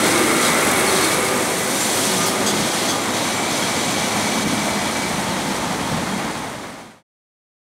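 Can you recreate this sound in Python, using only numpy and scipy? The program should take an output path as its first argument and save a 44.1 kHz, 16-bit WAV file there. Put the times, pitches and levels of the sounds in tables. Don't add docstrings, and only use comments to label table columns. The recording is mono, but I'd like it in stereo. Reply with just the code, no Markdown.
import sys
import numpy as np
from scipy import signal
from scipy.fft import rfft, irfft, next_fast_len
from scipy.io import wavfile

SR = 44100
rng = np.random.default_rng(int(sys.argv[2]) if len(sys.argv) > 2 else 0)


def unload_audio(sound):
    columns = np.transpose(np.atleast_2d(sound))
    steps = np.round(np.clip(columns, -1, 1) * 32767)
    wavfile.write(sys.argv[1], SR, steps.astype(np.int16))


N = 340893
SIZE = next_fast_len(N, True)
TIME, FREQ = np.arange(N) / SR, np.arange(SIZE // 2 + 1) * SR / SIZE

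# (frequency [Hz], side minus middle [dB])
STEREO_WIDTH = [(50, 1), (110, -5), (220, -9.5), (450, -8.5), (900, -9), (2100, -10), (3000, -7.5),
                (5000, -5), (7200, -5), (9700, -10), (12000, -35)]
# (frequency [Hz], phase [rad])
LEFT_LEAD = [(0, 0.21), (400, 0.51), (1700, 0.083), (4800, .55), (7000, 0.21), (7900, 0.00035)]

# (time when nearest [s], distance [m], drumming [dB], hiss [dB], boom [dB])
CAR_PASSES = [(4.1, 4.4, -31, -30.5, -63), (5.9, 4.3, -33, -30.5, -38)]
# (frequency [Hz], level [dB])
DRUM_SPECTRUM = [(25, -38), (55, -25), (100, -9), (160, -6.5), (215, 1.5), (280, -1), (400, -13),
                 (900, -19.5)]
TREAD_SPECTRUM = [(250, -9), (500, -4.5), (900, 3), (1300, -4), (2200, -8), (4500, -24), (10000, -27.5),
                  (15000, -34.5)]
BOOM_SPECTRUM = [(25, -15), (55, -1), (120, 0), (165, 7), (260, -16)]
# (start [s], length [s], pitch [Hz], level [dB])
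TYRE_HUMS = [(3.75, 1, 209.9, -32.5), (5.05, 1.15, 188.3, -34.5)]
# (time [s], tyre ring [dB], body thud [dB])
TYRE_THUMPS = [(2.53, -16.5, -27.5), (2.585, -16, -23), (3.76, -19.5, -31), (4.15, -17.5, -37),
               (4.452, -14.5, -21), (4.515, -16, -27), (5.115, -20, -20.5), (5.265, -25.5, -22.5),
               (5.915, -15.5, -17), (6.235, -22, -29)]
# (pitch [Hz], decay [s], level [dB])
TYRE_MODES = [(185, 0.032, -6.5), (218.6, 0.052, -3), (251, .035, -6), (306, 0.028, -6.5),
              (479.5, .012, -4.5)]
CAR_BODY_MODES = [(52, .05, -16.5), (91.5, 0.043, -6), (136, 0.044, -6), (159.8, 0.04, -0.5)]

# (time [s], lean to the left [0-1])
TRAM_LEAN = [(0, 0.13), (1, 0.7), (1.7, .22), (3.5, .2), (5.5, 0.07)]
# (time [s], pitch [Hz], level [dB])
GEAR_WHINE = [(0, 358, -30.5), (.4, 365, -30), (.55, 370, -40), (.95, 381, -27), (1.1, 382, -33.5),
              (1.35, 394, -33), (1.8, 375, -37.5), (2.55, 381, -31.5), (2.8, 385, -50), (6, 405, -59.5)]
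# (start [s], length [s], pitch [Hz], level [dB])
BODY_DRONES = [(0, .36, 322, -27), (.23, 0.25, 238.8, -27.5), (.97, .13, 323, -31),
               (1.14, 0.26, 507, -31.5), (2.08, .11, 182.6, -30.5), (2.41, 0.2, 208.5, -27.5)]
# (start [s], length [s], level [dB])
CHATTER_BOUTS = [(0, 0.52, -40), (0.59, .2, -31), (0.848, 0.42, -36)]
# (start [s], length [s], pitch [Hz], width [Hz], level [dB])
HOARSE_NOTES = [(.22, 0.51, 1340, 110, -32.5), (.872, 0.032, 4330, 220, -29), (.955, .11, 4340, 190, -31),
                (1.8, .035, 7300, 220, -27), (2.215, 0.046, 5980, 220, -29), (2.87, 0.0455, 6150, 350, -30),
                (3.18, .05, 3750, 170, -35), (3.61, .06, 3265, 130, -33.5), (3.58, .14, 10500, 250, -44),
                (3.1, 1.95, 2295, 68, -35), (3, 1.5, 3805, 50, -40.5), (3, 2.1, 4115, 45, -43.5),
                (3.03, 1.34, 6100, 400, -40), (2.85, 1.1, 7300, 200, -42), (3.88, 1.5, 2040, 70, -39.5),
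                (4.6, 1.36, 893, 31, -37)]
# (start [s], length [s], pitch [Hz], level [dB])
SQUEAL_NOTES = [(.18, 0.34, 1204, -32), (0.328, .19, 1985, -32.5), (0.723, 0.65, 1214, -33.5),
                (2.16, 0.26, 1214, -30), (2.83, .17, 1210, -36), (3.31, .095, 7400, -37.5),
                (3.465, .09, 4160, -37.5)]
# (time [s], pitch [Hz], level [dB])
GRIND_PATH = [(0, 2130, -33.5), (.3, 2168, -30.5), (.67, 2074, -28), (.76, 2230, -30), (1.3, 2193, -31.5),
              (1.7, 2220, -65.5)]
# (time [s], clash [dB], spit of hiss [dB], wheel ring [dB])
FLANGE_SLAPS = [(2.258, -34, -23.5, -41), (2.461, -21, -30.5, -24), (2.885, -26, -32.5, -22)]
# (pitch [Hz], width [Hz], level [dB])
CLASH_MODES = [(3350, 450, -2), (4700, 700, -5), (6400, 560, -1.5), (8100, 1000, -4)]
# (frequency [Hz], level [dB])
SPIT_SPECTRUM = [(3500, -11), (4700, 1.5), (7000, -5), (9800, -1), (12000, -7.5), (15500, -13.5)]
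# (pitch [Hz], decay [s], level [dB])
SLAP_MODES = [(3290, 0.063, -4.5), (3370, .035, -4.5)]
# (pitch [Hz], width [Hz], level beside the tram [dB], level from behind [dB])
WHEEL_MODES = [(508, 30, -17.5, -29), (795, 45, -20, -21.5), (1350, 80, -19.5, -39), (1995, 30, -17, -25.5),
               (2110, 90, -21.5, -22), (2224, 90, -22, -25), (3256, 120, -20.5, -22),
               (3810, 70, -23, -23.5), (4150, 45, -28.5, -26.5), (4300, 100, -21, -34.5),
               (5930, 91, -22, -31.5), (6420, 110, -35.5, -28), (7150, 120, -33, -30),
               (8130, 140, -24, -26), (8850, 220, -19.5, -29)]
# (frequency [Hz], level [dB])
NEAR_ROLL_SPECTRUM = [(25, -36), (60, -21.5), (110, -11.5), (170, -9), (240, -2), (360, -2.5), (440, -5),
                      (800, -8.5), (1250, -8.5), (1800, -12), (2250, -11), (2600, -16), (3500, -25)]
FAR_ROLL_SPECTRUM = [(25, -37), (65, -29), (105, -4.5), (150, -6.5), (210, 0.5), (480, -2.5), (800, -3),
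                     (1100, -6), (1700, -9.5), (2300, -9.5), (2600, -17.5), (3500, -17.5)]
NEAR_RASP_SPECTRUM = [(1800, -22), (2700, -9), (3400, 1), (4300, -1.5), (4800, -3.5), (6000, -2),
                      (7200, -2.5), (8600, 0.5), (9700, -3), (11000, -4.5), (12500, -12), (15500, -16.5)]
FAR_RASP_SPECTRUM = [(1800, -5.5), (2700, -3.5), (3600, -0.5), (5000, -2.5), (6100, 0), (6900, -2.5),
                     (8700, -2), (10500, -7), (12500, -13), (15500, -22)]
# (start [s], length [s], rise below 7 kHz [dB])
FLANGE_BITES = [(0, 0.16, 2.5), (0.414, 0.071, 4.5), (.65, .05, 1.5), (0.852, .28, 3.5), (1.744, 0.5, 3),
                (2.54, 0.36, 3.5), (3.13, 0.2, 3), (3.489, 4.7, 3.5)]

BLEND_S, FADE_S = (1.05, 2.11), (6.205, 7.03)
TRAM_SPEED_M_S, CAR_SPEED_M_S = 3.38, 3.7
TAIL_PASSES_S, NEAR_M, FAR_M = 0.77, 2, 27.3
NEAR_ROLL_DB, NEAR_RASP_DB, NEAR_RING_DB = -18.5, -24.5, -20
FAR_ROLL_DB, FAR_RASP_DB, FAR_RING_DB = -22, -26.5, -20.5
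BLOCKED_FROM_S, ROLL_LOSS_DB_PER_S, RASP_LOSS_DB_PER_S = 4.4, 0.84, 3
DULL_FROM_S, DULL_TIME_S, BRIGHT_DB, DULL_DB = 1.97, 0.49, 5, -2
NEAR_SIDE_DB, FAR_SIDE_DB = -2, .5
TOP_HZ = 15700


def undb(db):
    return np.exp(np.asarray(db) * (np.log(10) / 20))


def curve(rows):
    times, *columns = np.transpose(rows)
    return [np.interp(TIME, times, column) for column in columns]


def colour(points):
    hz, db = np.transpose(points)
    octave = np.log2(FREQ + 1)
    beyond = np.maximum(0, np.maximum(np.log2(hz[0]) - octave, octave - np.log2(hz[-1])))
    return undb(np.interp(octave, np.log2(hz), db) - 20 * beyond)


def unit(x):
    return x / np.sqrt(np.mean(x ** 2))


def wobble(rate):
    count = int(TIME[-1] * rate) + 2
    return unit(np.interp(TIME * rate, np.arange(count), rng.standard_normal(count)))


def gate(start, length, attack, release):
    rise = np.clip((TIME - start) / attack, 0, 1)
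    return rise * np.exp(-np.clip((TIME - start - length) / release, 0, 50))


def ripple(spacing_hz, depth_db):
    heights = rng.standard_normal(4000)
    return undb(depth_db * np.interp(FREQ / spacing_hz, np.arange(len(heights)), heights))


def knocks(per_s, spread_db, decay_s):
    hits = (rng.random(N) < per_s / SR) * undb(spread_db * np.clip(rng.standard_normal(N), -2, 2)) ** 2
    power = signal.lfilter([1], [1, -np.exp(-2 / (decay_s * SR))], hits)
    return unit(np.sqrt(power))


def radiate(force, response, lean):
    direct, reflected = force * rng.standard_normal((2, N))
    mid, side = rfft([direct, reflected + lean * direct], SIZE) * response
    mid, side = irfft([mid, side * colour(STEREO_WIDTH)], SIZE)[:, :N]
    return np.array([mid + side, mid - side]) / np.std(mid)


def tone(hz, db, wander_hz, flutter_db):
    phase = 2 * np.pi * np.cumsum(hz + wander_hz * wobble(70)) / SR
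    note = np.sin(phase) * undb(flutter_db * wobble(30))
    return undb(db) * unit(np.array([note * undb(1.5 * wobble(8.13)) for ear in range(2)]))


def ring(hz, width_hz):
    turning = np.cumprod(np.exp(2j * np.pi * hz / SR) * np.ones(N))
    pushes = rng.standard_normal((int(TIME[-1] * 1.5 * width_hz) + 2, 2)) @ [1, 1j]
    left = np.interp(TIME * 1.5 * width_hz, np.arange(len(pushes)), pushes) * turning
    right = left * np.exp(.6j * rng.standard_normal())
    return unit(np.array([left.real, right.real]))


def struck(time_s, modes, db, attack_s, detuning):
    out, start = np.zeros((2, N)), int(time_s * SR)
    t = TIME[:min(SR // 2, N - start)]
    for hz, decay_s, mode_db in modes:
        detune, offset, spread = rng.standard_normal(3)
        ear_phase = 0.6 * offset + 0.48 * spread * np.array([[1], [-1]])
        phase = 2 * np.pi * hz * (1 + detuning * detune) * t + ear_phase
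        envelope = np.minimum(t / attack_s, 1) * np.exp(-t / decay_s)
        out[:, start:start + len(t)] += undb(db + mode_db) * envelope * np.sin(phase)
    return out


def thumps():
    return sum(struck(time_s, modes, db, attack_s=0.0095, detuning=.02)
               for time_s, tyre_db, body_db in TYRE_THUMPS
               for modes, db in ((TYRE_MODES, tyre_db), (CAR_BODY_MODES, body_db)))


def cars(away):
    power = sum(undb(levels_db)[:, None] ** 2 / (1 + (CAR_SPEED_M_S * (TIME - time_s) / metres) ** 2)
                for time_s, metres, *levels_db in CAR_PASSES)
    drum_gain, tread_gain, boom_gain = np.sqrt(power * away)
    lean = -0.16
    drum = drum_gain * radiate(knocks(220, spread_db=1.2, decay_s=0.033), colour(DRUM_SPECTRUM), lean)
    tread = tread_gain * radiate(knocks(300, spread_db=1.1, decay_s=0.017), colour(TREAD_SPECTRUM), lean)
    boom = boom_gain * radiate(1, colour(BOOM_SPECTRUM), lean)
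    hum = sum(undb(db) * gate(start, length, attack=.15, release=.15) * ring(hz, width_hz=18)
              for start, length, hz, db in TYRE_HUMS)
    return drum + tread + boom + hum + thumps()


def gears():
    return tone(*curve(GEAR_WHINE), wander_hz=7.1, flutter_db=2.5)


def drones():
    return sum(gate(start, length, attack=0.037, release=.06)
               * tone(hz, db, wander_hz=5.4, flutter_db=1.5) for start, length, hz, db in BODY_DRONES)


def chatter(rate_hz):
    slips = (1 + np.cos(2 * np.pi * np.cumsum(rate_hz + .4 * wobble(8.9)) / SR)) ** 2
    mode = colour([(9000, -29.5), (10550, -13), (10860, -1.0), (11200, -14.5), (13500, -25.5)])
    bouts = sum(undb(db) * gate(start, length, attack=.03, release=.05)
                for start, length, db in CHATTER_BOUTS)
    return bouts * radiate(slips, mode, lean=0)


def singing():
    return sum(undb(db) * gate(start, length, attack=.08 * length, release=.08 * length)
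               * ring(hz, width) for start, length, hz, width, db in HOARSE_NOTES)


def squeals():
    return sum(gate(start, length, attack=0.017, release=.025)
               * tone(hz, db, wander_hz=.008 * hz, flutter_db=1.7)
               for start, length, hz, db in SQUEAL_NOTES)


def grind():
    hz, db = curve(GRIND_PATH)
    return undb(db) * ring(hz + 50 * wobble(25), width_hz=125)


def clacks():
    clash, spit = sum(undb([clash_db, spit_db])[:, None] * gate(time_s, .027, attack=.004, release=.027)
                      for time_s, clash_db, spit_db, _ in FLANGE_SLAPS)
    steel = sum(undb(db) / (1 + (2 * (FREQ - hz) / width) ** 2) for hz, width, db in CLASH_MODES)
    rings = sum(struck(time_s, SLAP_MODES, ring_db, attack_s=.004, detuning=.003)
                for time_s, _, _, ring_db in FLANGE_SLAPS)
    return clash * radiate(1, steel, lean=.2) + spit * radiate(1, colour(SPIT_SPECTRUM), lean=.11) + rings


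def wheels(away, flare_db):
    return sum(undb(near_db + away * (far_db - near_db) + flare_db * wobble(6)) * ring(hz, width)
               for hz, width, near_db, far_db in WHEEL_MODES)


def rolling(spectrum, judder_db):
    force = undb(judder_db * wobble(35))
    return radiate(force, colour(spectrum) * ripple(22, 1.3), curve(TRAM_LEAN)[0])


def rasp(spectrum, grit, bright_db, bright_share):
    force = np.sqrt(1 + grit * knocks(260, spread_db=2.0, decay_s=0.0057) ** 2)
    steel = radiate(force, colour(spectrum) * ripple(55, 1.6), curve(TRAM_LEAN)[0])
    bright = signal.sosfiltfilt(signal.butter(2, 7000, "high", fs=SR, output="sos"), steel)
    bite_db = sum(db * gate(start, length, attack=.012, release=.025)
                  for start, length, db in FLANGE_BITES)
    harsh = (steel - bright) * undb(bite_db + .5 * wobble(18))
    return harsh + bright * undb(bright_db + bright_share * bite_db + 0.3 * wobble(25))


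def dulling():
    return DULL_DB + (BRIGHT_DB - DULL_DB) * np.exp(-np.maximum(TIME - DULL_FROM_S, 0) / DULL_TIME_S)


def tram(away):
    near_m = np.hypot(NEAR_M, TRAM_SPEED_M_S * np.maximum(TIME - TAIL_PASSES_S, 0))
    far_m = FAR_M + TRAM_SPEED_M_S * np.maximum(TIME - BLEND_S[1], 0)
    near, far = np.sqrt(1 - away) * NEAR_M / near_m, np.sqrt(away) * FAR_M / far_m
    blocked_s = np.maximum(TIME - BLOCKED_FROM_S, 0)
    far_low = far * undb(-ROLL_LOSS_DB_PER_S * blocked_s)
    far_high = far * undb(-RASP_LOSS_DB_PER_S * blocked_s)
    roll = near * undb(NEAR_ROLL_DB) * rolling(NEAR_ROLL_SPECTRUM, judder_db=0.48)
    roll += far_low * undb(FAR_ROLL_DB) * rolling(FAR_ROLL_SPECTRUM, judder_db=0.42)
    near_rasp = rasp(NEAR_RASP_SPECTRUM, grit=0.54, bright_db=1.0, bright_share=0.39)
    far_rasp = rasp(FAR_RASP_SPECTRUM, grit=0.2, bright_db=dulling(), bright_share=0.68)
    scrape = near * undb(NEAR_RASP_DB) * near_rasp + far_high * undb(FAR_RASP_DB) * far_rasp
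    ring_gain = np.hypot(near * undb(NEAR_RING_DB), np.sqrt(far_low * far_high) * undb(FAR_RING_DB))
    ringing = ring_gain * wheels(away, flare_db=2.0)
    whine = gears()
    steel = scrape + ringing + squeals() + singing() + grind()
    dip = undb(-4.5 * gate(4.435, 0.031, attack=0.009, release=.012))
    return roll + dip * steel + clacks() + whine + drones() + chatter(rate_hz=47.3)


def scene():
    away = np.interp(TIME, BLEND_S, (0, 1))
    left, right = tram(away) + cars(away)
    side_gain = undb(np.interp(TIME, BLEND_S, (NEAR_SIDE_DB, FAR_SIDE_DB)))
    mid, side = (left + right) / 2, (left - right) / 2 * side_gain
    return np.array([mid + side, mid - side])


def record(dry):
    lead = np.interp(FREQ, *np.transpose(LEFT_LEAD)) * np.array([[.5], [-.5]])
    heard = irfft(rfft(dry, SIZE) * np.exp(1j * lead), SIZE)[:, :N]
    faded = heard * np.interp(TIME, FADE_S, (1, 0))
    return signal.sosfilt(signal.ellip(12, .1, 90, TOP_HZ, fs=SR, output="sos"), faded)


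dry = scene()
out = record(dry)
unload_audio(out)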